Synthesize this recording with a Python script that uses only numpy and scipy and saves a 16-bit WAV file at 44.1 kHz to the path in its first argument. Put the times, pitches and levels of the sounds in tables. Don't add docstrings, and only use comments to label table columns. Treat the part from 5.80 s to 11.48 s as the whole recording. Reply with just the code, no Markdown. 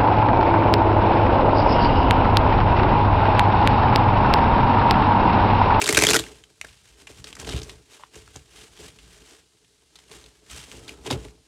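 import sys
import numpy as np
from scipy import signal
from scipy.io import wavfile
from scipy.ndimage import uniform_filter1d

SR = 44100
rng = np.random.default_rng(int(sys.argv[2]) if len(sys.argv) > 2 else 0)


def to_wav(sig):
    pcm = np.clip(np.atleast_2d(sig), -1, 1) * 32767
    pcm = np.round(pcm).astype(np.int16)
    wavfile.write(sys.argv[1], SR, pcm.T)


N = 250443

# start_s, peak_db, pitch_hz
SLAPS = [(0.0158, -9.5, 2480), (0.0221, -11, 2500), (0.0416, -12.5, 4110), (0.066, -12.5, 6500),
         (0.0758, -11, 2067), (0.0894, -4, 2340), (0.093, -5, 2350), (0.1086, -12.5, 4750),
         (0.1256, -8, 7570), (0.133, -14.5, 2000), (0.1474, -7.5, 3520), (0.1603, -15, 2665),
         (0.1706, 0.5, 2414), (0.1747, -2.5, 1670), (0.188, -3.5, 2336), (0.1984, -11, 4260),
         (0.2117, -10, 2410), (0.2175, -10, 8000), (0.222, -1.5, 2400), (0.2365, -1, 2260),
         (0.2492, -7, 2200), (0.268, -2.5, 3290), (0.281, -11, 5000), (0.2875, -2, 3600), (0.297, -6, 4000),
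         (0.3044, -3.5, 6680), (0.31, -6.5, 2550), (0.316, -11, 4210), (0.3333, -3, 2627),
         (0.3427, -5, 1440), (0.3504, -4.5, 1570), (0.3597, -4.5, 1930), (0.365, -4, 3437),
         (0.3899, -13, 3520), (0.3942, -11.5, 3620), (0.403, -21, 4000)]
# start_s, end_s, mean_peak_db, centre_pitch_hz, pitch_spread_octaves
LIGHT_RUNS = [(.003, .375, -15.5, 5500, 1.4), (1.665, 1.8, -28.5, 3400, .4)]
# start_s, peak_db, pitch_hz, decay_ms
EDGE_FLICKS = [(0.438, -26.5, 2750, 2), (0.464, -31.5, 1920, 3), (0.6379, -33.5, 2930, 2.4),
               (0.813, -19.5, 2300, 1.4), (0.8463, -27.5, 1600, 2.7), (0.884, -36.5, 2680, 9.6),
               (1.27, -29.5, 2470, 7.1), (1.4419, -25.5, 4400, 4), (1.4707, -33, 2830, 2.4),
               (1.5276, -23.5, 3070, 4), (1.5518, -31, 6330, 3.5), (1.5664, -32, 1670, 3.2),
               (1.599, -26, 6060, 1.4), (1.646, -28, 2880, 5.5), (1.674, -30, 3400, 1.7),
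               (1.6904, -21, 3340, 1.6), (1.707, -32, 2900, 2.5), (1.724, -26, 3480, 3),
               (1.7354, -24, 2420, 2.8), (1.7676, -35, 3100, 5.1), (1.817, -28, 3680, 2.6),
               (1.831, -30, 5460, 5.1), (1.8948, -26, 3180, 6), (2.121, -46, 3480, 2.2),
               (2.133, -39.5, 4000, 2.1), (2.344, -38.5, 1900, 3), (2.355, -35, 6100, 3.7),
               (2.476, -38, 1390, 2.3), (2.5604, -26, 6500, 1.6), (2.974, -36, 3400, 4.6),
               (3.186, -37.5, 2980, 13), (3.845, -50.5, 3000, 7.5), (4.156, -37, 3710, 5.9),
               (4.188, -39, 3220, 3.5), (4.315, -32.5, 3200, 1.4), (4.44, -36.5, 3830, 3.9),
               (4.4614, -36.5, 3700, 2.5), (4.699, -34, 3350, 5.6), (4.9155, -28, 2830, 0.87),
               (4.9216, -32.5, 3080, 1.4), (5.0798, -30, 3800, 6.9), (5.0914, -26, 2510, 4.1),
               (5.263, -24, 3500, 4.7), (5.272, -27, 2560, 6), (5.303, -20.5, 3200, 8.9),
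               (5.3099, -13.5, 3600, 5.9), (5.326, -22, 2820, 7.4), (5.449, -31.5, 2740, 3.3),
               (5.484, -36.5, 2540, 1.6)]
# frequency_hz, level_db
SLAP_COLOUR = [(350, -28), (600, -6.5), (1570, -2), (2370, -1), (2760, -3.5), (7620, -3), (12800, -15),
               (16000, -29.5)]
# frequency_hz, level_db
SLIDE_COLOUR = [(290, -25.5), (500, -0.5), (553, -3.5), (1110, -1), (1510, 1.5), (8330, -0.5), (13400, -17),
                (16000, -24.5)]
# centre_hz, width_hz, level_db (mean, relative to the hiss)
CARD_GAP = (2965, 1500, -15)
# top_s, rise_s (before the lead factor), fall_s (before any linger),
# hiss_db, slow_table_shaking_db, quick_table_shaking_db
HAND_MOVES = [(.33, 1, 0.085, -31.5, -61, -36), (.42, 0.046, 0.16, -46.5, -51.5, -48.5),
              (0.885, 0.14, 0.12, -55, -57, -71), (1.081, 0.2, 0.076, -57.5, -60, -90),
              (1.214, 0.11, 0.045, -54, -61, -57.5), (1.29, 0.0071, 0.071, -51, -64, -53.5),
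              (1.39, 0.073, 0.052, -49, -48, -66), (1.482, 0.048, 0.044, -44, -54, -49.5),
              (1.601, 0.028, 0.046, -41, -66, -64), (1.681, 0.12, 0.072, -44, -40.5, -42.5),
              (1.745, 0.1, 0.062, -44.5, -30.5, -41), (1.898, 0.4, 0.099, -50.5, -50, -50.5),
              (2.137, 0.1, 0.13, -52.5, -75, -59.5), (2.355, 0.046, 0.11, -50, -53.5, -55.5),
              (2.568, 0.13, 0.059, -52, -50.5, -60), (2.81, 0.21, 0.11, -49, -57, -58),
              (2.99, 0.014, 0.12, -51.5, -48, -50), (3.06, 0.21, 0.062, -48.5, -67, -56),
              (3.33, 0.37, 0.11, -55, -53, -63), (3.53, 0.3, 0.081, -51.5, -88, -58),
              (4.191, 0.094, 0.13, -59, -68, -66.5), (4.328, 0.057, 0.16, -48.5, -51.5, -52),
              (4.716, 0.031, 0.094, -42, -47.5, -58.5), (4.801, 0.15, 0.057, -43.5, -50, -56.5),
              (4.93, 0.19, 0.24, -49.5, -50, -52.5), (5.09, 0.073, 0.086, -51, -77, -48),
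              (5.268, 0.034, 0.022, -41, -57, -43), (5.313, 0.024, 0.035, -36.5, -27, -29),
              (5.454, 0.46, 0.083, -54.5, -48, -49.5)]
# hiss_db, slow_table_shaking_db, quick_table_shaking_db
REST_LEVELS = (-68.5, -71.5, -72)
# frequency_hz, width_hz, drive_db
TABLE_MODES = [(56.4, 17, -5.5), (116, 41, -14), (157.6, 47, -14), (259, 48, -15.5), (318, 54.6, -14),
               (425, 62, -12.5), (512.5, 64, -16.5), (755, 370, -25)]
# start_s, peak_db
DECK_KNOCKS = [(0.842, -41), (1.625, -33.5), (1.673, -32), (1.699, -29), (1.735, -30.5), (2.358, -37.5),
               (2.556, -36), (4.313, -41.5), (4.915, -57), (5.259, -28.5), (5.272, -25.5), (5.305, -22.5),
               (5.324, -24)]
# start_s, peak_db, decay_ms
DECK_POPS = [(2.196, -42, 18), (2.224, -48, 4.4), (2.2357, -29.5, 1.4)]
# frequency_hz, width_hz, drive_db
HOLLOW_MODES = [(616, 210, 14), (924, 470, 18.5), (1570, 190, -4), (2910, 400, 4)]
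# start_s, end_s, pitch_hz, level_db
RUBBING_TONES = [(5.003, 5.206, 1320, -60), (5.333, 5.45, 1443, -58)]
# frequency_hz, t60_s
ROOM_DECAY = [(200, 0.18), (1000, 0.11), (4000, 0.12), (12000, 0.12)]
# frequency_hz, level_db
AIR_COLOUR = [(15, -12.5), (25, 10.5), (66, 5), (285, -6), (354, 0.5), (575, -19), (1190, -26), (3920, 0.5),
              (9570, -4.5), (16000, -30)]

AIR_DB = -67
FLICK_TOP = 9
SWELL_DB = 15
ROUNDING = 0.15
HISS_LEAD, TABLE_LEAD = 0.69, 0.86
TABLE_LINGER_S = 0.016
BAND_EDGE_HZ = 15900


def gain_of(db):
    return 10 ** (np.asarray(db) / 20)


def evened(x):
    return x / np.sqrt(np.mean(x ** 2) + 1e-20)


def peaked(db, x):
    return gain_of(db) * x / abs(x).max()


def read(points, hz):
    f, value = np.transpose(points)
    return np.interp(np.log(hz + 1), np.log(f + 1), value)


def add(mix, s, sound):
    part = mix[round(s * SR):][:len(sound)]
    part += sound[:len(part)]


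def coloured(x, points):
    level_db = np.maximum(read(points, abs(np.fft.fftfreq(4096, 1 / SR))), -100)
    log_gain = np.log(gain_of(level_db))
    spectrum = np.exp(np.conj(signal.hilbert(log_gain)))
    taps = np.fft.ifft(spectrum).real[:2048]
    return signal.oaconvolve(x, taps)[:len(x)]


def resonate(x, hz, width):
    pole = np.exp((2j * np.pi * hz - np.pi * width) / SR)
    return 2 * signal.lfilter([1 - abs(pole)], [1, -pole], x).real


def wander(seconds):
    size = max(int(seconds * SR), 2)
    once = uniform_filter1d(rng.standard_normal(N), size=size)
    return evened(uniform_filter1d(once, size=size))


def cracks(ms, rise_ms):
    t_ms = np.arange(2600) / SR * 1000
    sizes = gain_of(3.98 * rng.exponential(1, len(t_ms)).clip(0, 4))
    swell = (1 - np.exp(-t_ms / rise_ms)) * np.exp(-t_ms / ms)
    return rng.standard_normal(len(t_ms)) * sizes * swell


def snap(db, hz, drive, ring_db, blur):
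    ring = resonate(resonate(drive, hz, blur * hz), hz, blur * hz)
    crack = evened(coloured(drive, SLAP_COLOUR))
    return peaked(db, crack + gain_of(ring_db) * evened(ring))


def table_top(push):
    out = 0
    for k, (hz, width, db) in enumerate(TABLE_MODES):
        broad = resonate(push, hz, 4.5 * width)
        out = out + (-1) ** k * gain_of(db) * resonate(broad, hz, width)
    return out


def blow(db):
    t = np.arange(9000) / SR
    push = rng.standard_normal(len(t)) * np.exp(-t / 0.0045)
    thinned = signal.lfilter(*signal.butter(2, 150, "high", fs=SR), push)
    return peaked(db, table_top(thinned))


def moved(column, lead=HISS_LEAD, linger_s=0.):
    t = np.arange(0, N + 64, 64) / SR
    top, rise, fall, *levels_db = np.transpose(HAND_MOVES)[:, :, None]
    away = np.maximum((top - t) / (rise * lead), (t - top) / (fall + linger_s))
    away = away ** 2 / (away + ROUNDING)
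    moves = gain_of(levels_db[column] - SWELL_DB * away)
    power = (moves ** 2).sum(0) + gain_of(REST_LEVELS[column]) ** 2
    return np.interp(np.arange(N) / SR, t, np.sqrt(power))


def light_run(start, end, db, hz, octaves, count=26):
    chance = rng.random((count, 3))
    s = start + (end - start) * (np.arange(count) + chance[:, 0]) / count
    peak_db = db + 8.0 * (chance[:, 1] - .5)
    pitch_hz = hz * 2 ** (octaves * (chance[:, 2] - .5))
    return [(*card, 1.1) for card in zip(s, peak_db, pitch_hz)]


def flicks():
    out = np.zeros(N)
    rows = list(EDGE_FLICKS)
    for run in LIGHT_RUNS:
        rows += light_run(*run)
    for s, db, hz, ms in rows:
        dull = signal.butter(2, min(FLICK_TOP * hz, SR / 4), fs=SR)
        drive = signal.lfilter(*dull, cracks(ms, rise_ms=.35))
        add(out, s, snap(db, hz, drive, ring_db=3.5, blur=.6))
    return out


def slaps():
    out = np.zeros(N)
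    for s, db, hz in SLAPS:
        add(out, s, snap(db, hz, cracks(2.5, rise_ms=.45), ring_db=-4, blur=.3))
        add(out, s, blow(db - 14.5))
    return out


def sliding():
    grains = rng.standard_normal(N) * gain_of(2.4 * rng.exponential(1, N).clip(0, 5))
    grains *= gain_of(2.0 * wander(.004) + 1.1 * wander(.012))
    hz, width, gap_db = CARD_GAP
    ring = resonate(resonate(grains, hz, width), hz, width)
    gap = evened(ring) * gain_of(gap_db + 3.0 * wander(0.057))
    catches = (rng.random(N) < 70 / SR) * gain_of(4.0 * rng.exponential(1, N).clip(0, 3))
    puff_level = signal.lfilter([1], [1, -np.exp(-1 / (.0012 * SR))], catches)
    puffs = puff_level * rng.standard_normal(N)
    ticks = gain_of(-15.0) * evened(coloured(puffs, SLAP_COLOUR))
    return moved(column=0) * (evened(coloured(grains, SLIDE_COLOUR)) + gap + ticks)


def table():
    lumps = rng.standard_normal(N) * gain_of(2.8 * wander(.008))
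    out = np.zeros(N)
    for column, kind in ((1, "low"), (2, "high")):
        split = signal.butter(4, 190, kind, fs=SR, output="sos")
        push = signal.sosfilt(split, lumps)
        level = moved(column, TABLE_LEAD, TABLE_LINGER_S)
        out += table_top(level * push) / np.std(table_top(push))
    for s, db in DECK_KNOCKS:
        add(out, s, blow(db))
    return out


def pops():
    out = np.zeros(N)
    for s, db, ms in DECK_POPS:
        drive = cracks(ms, rise_ms=0.17)
        hollow = 0
        for hz, width, mode_db in HOLLOW_MODES:
            hollow = hollow + gain_of(mode_db) * resonate(resonate(drive, hz, width), hz, width)
        add(out, s, peaked(db, hollow))
    return out


def squeak():
    slips = rng.standard_normal(N) * gain_of(3.0 * wander(.015))
    out = np.zeros(N)
    for start, end, hz, db in RUBBING_TONES:
        progress = np.clip((np.arange(N) / SR - start) / (end - start), 0, 1)
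        arch = np.maximum(np.sin(np.pi * progress), 0) ** .5
        tone = resonate(resonate(slips, hz, 110), hz, 110)
        out += gain_of(db) * arch * evened(tone)
    return out


def room(x):
    taps = np.zeros(SR // 2)
    at = np.arange(80, SR // 2 - 20, 20)
    taps[at + rng.integers(0, 20, len(at))] = rng.choice([-1., 1.], len(at))
    hz, t, bands = signal.stft(taps, SR, nperseg=256)
    decay = gain_of(-60 * t / read(ROOM_DECAY, hz)[:, None])
    tail = signal.istft(bands * decay, SR, nperseg=256)[1]
    return signal.fftconvolve(x, tail / np.linalg.norm(tail))[:N]


def still_air():
    return gain_of(AIR_DB) * evened(coloured(rng.standard_normal(N), AIR_COLOUR))


def scene():
    near = flicks() + slaps() + sliding() + table() + pops() + squeak()
    return (near + gain_of(-12) * room(near) + still_air())[None]


def record(dry):
    thin = signal.sosfilt(signal.butter(4, 45, "high", fs=SR, output="sos"), dry)
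    held = np.clip(thin, -.95, .95)
    band = signal.firwin(511, BAND_EDGE_HZ, window=("kaiser", 11), fs=SR)
    return signal.oaconvolve(held, band[None], "same")


dry = scene()
out = record(dry)
to_wav(out)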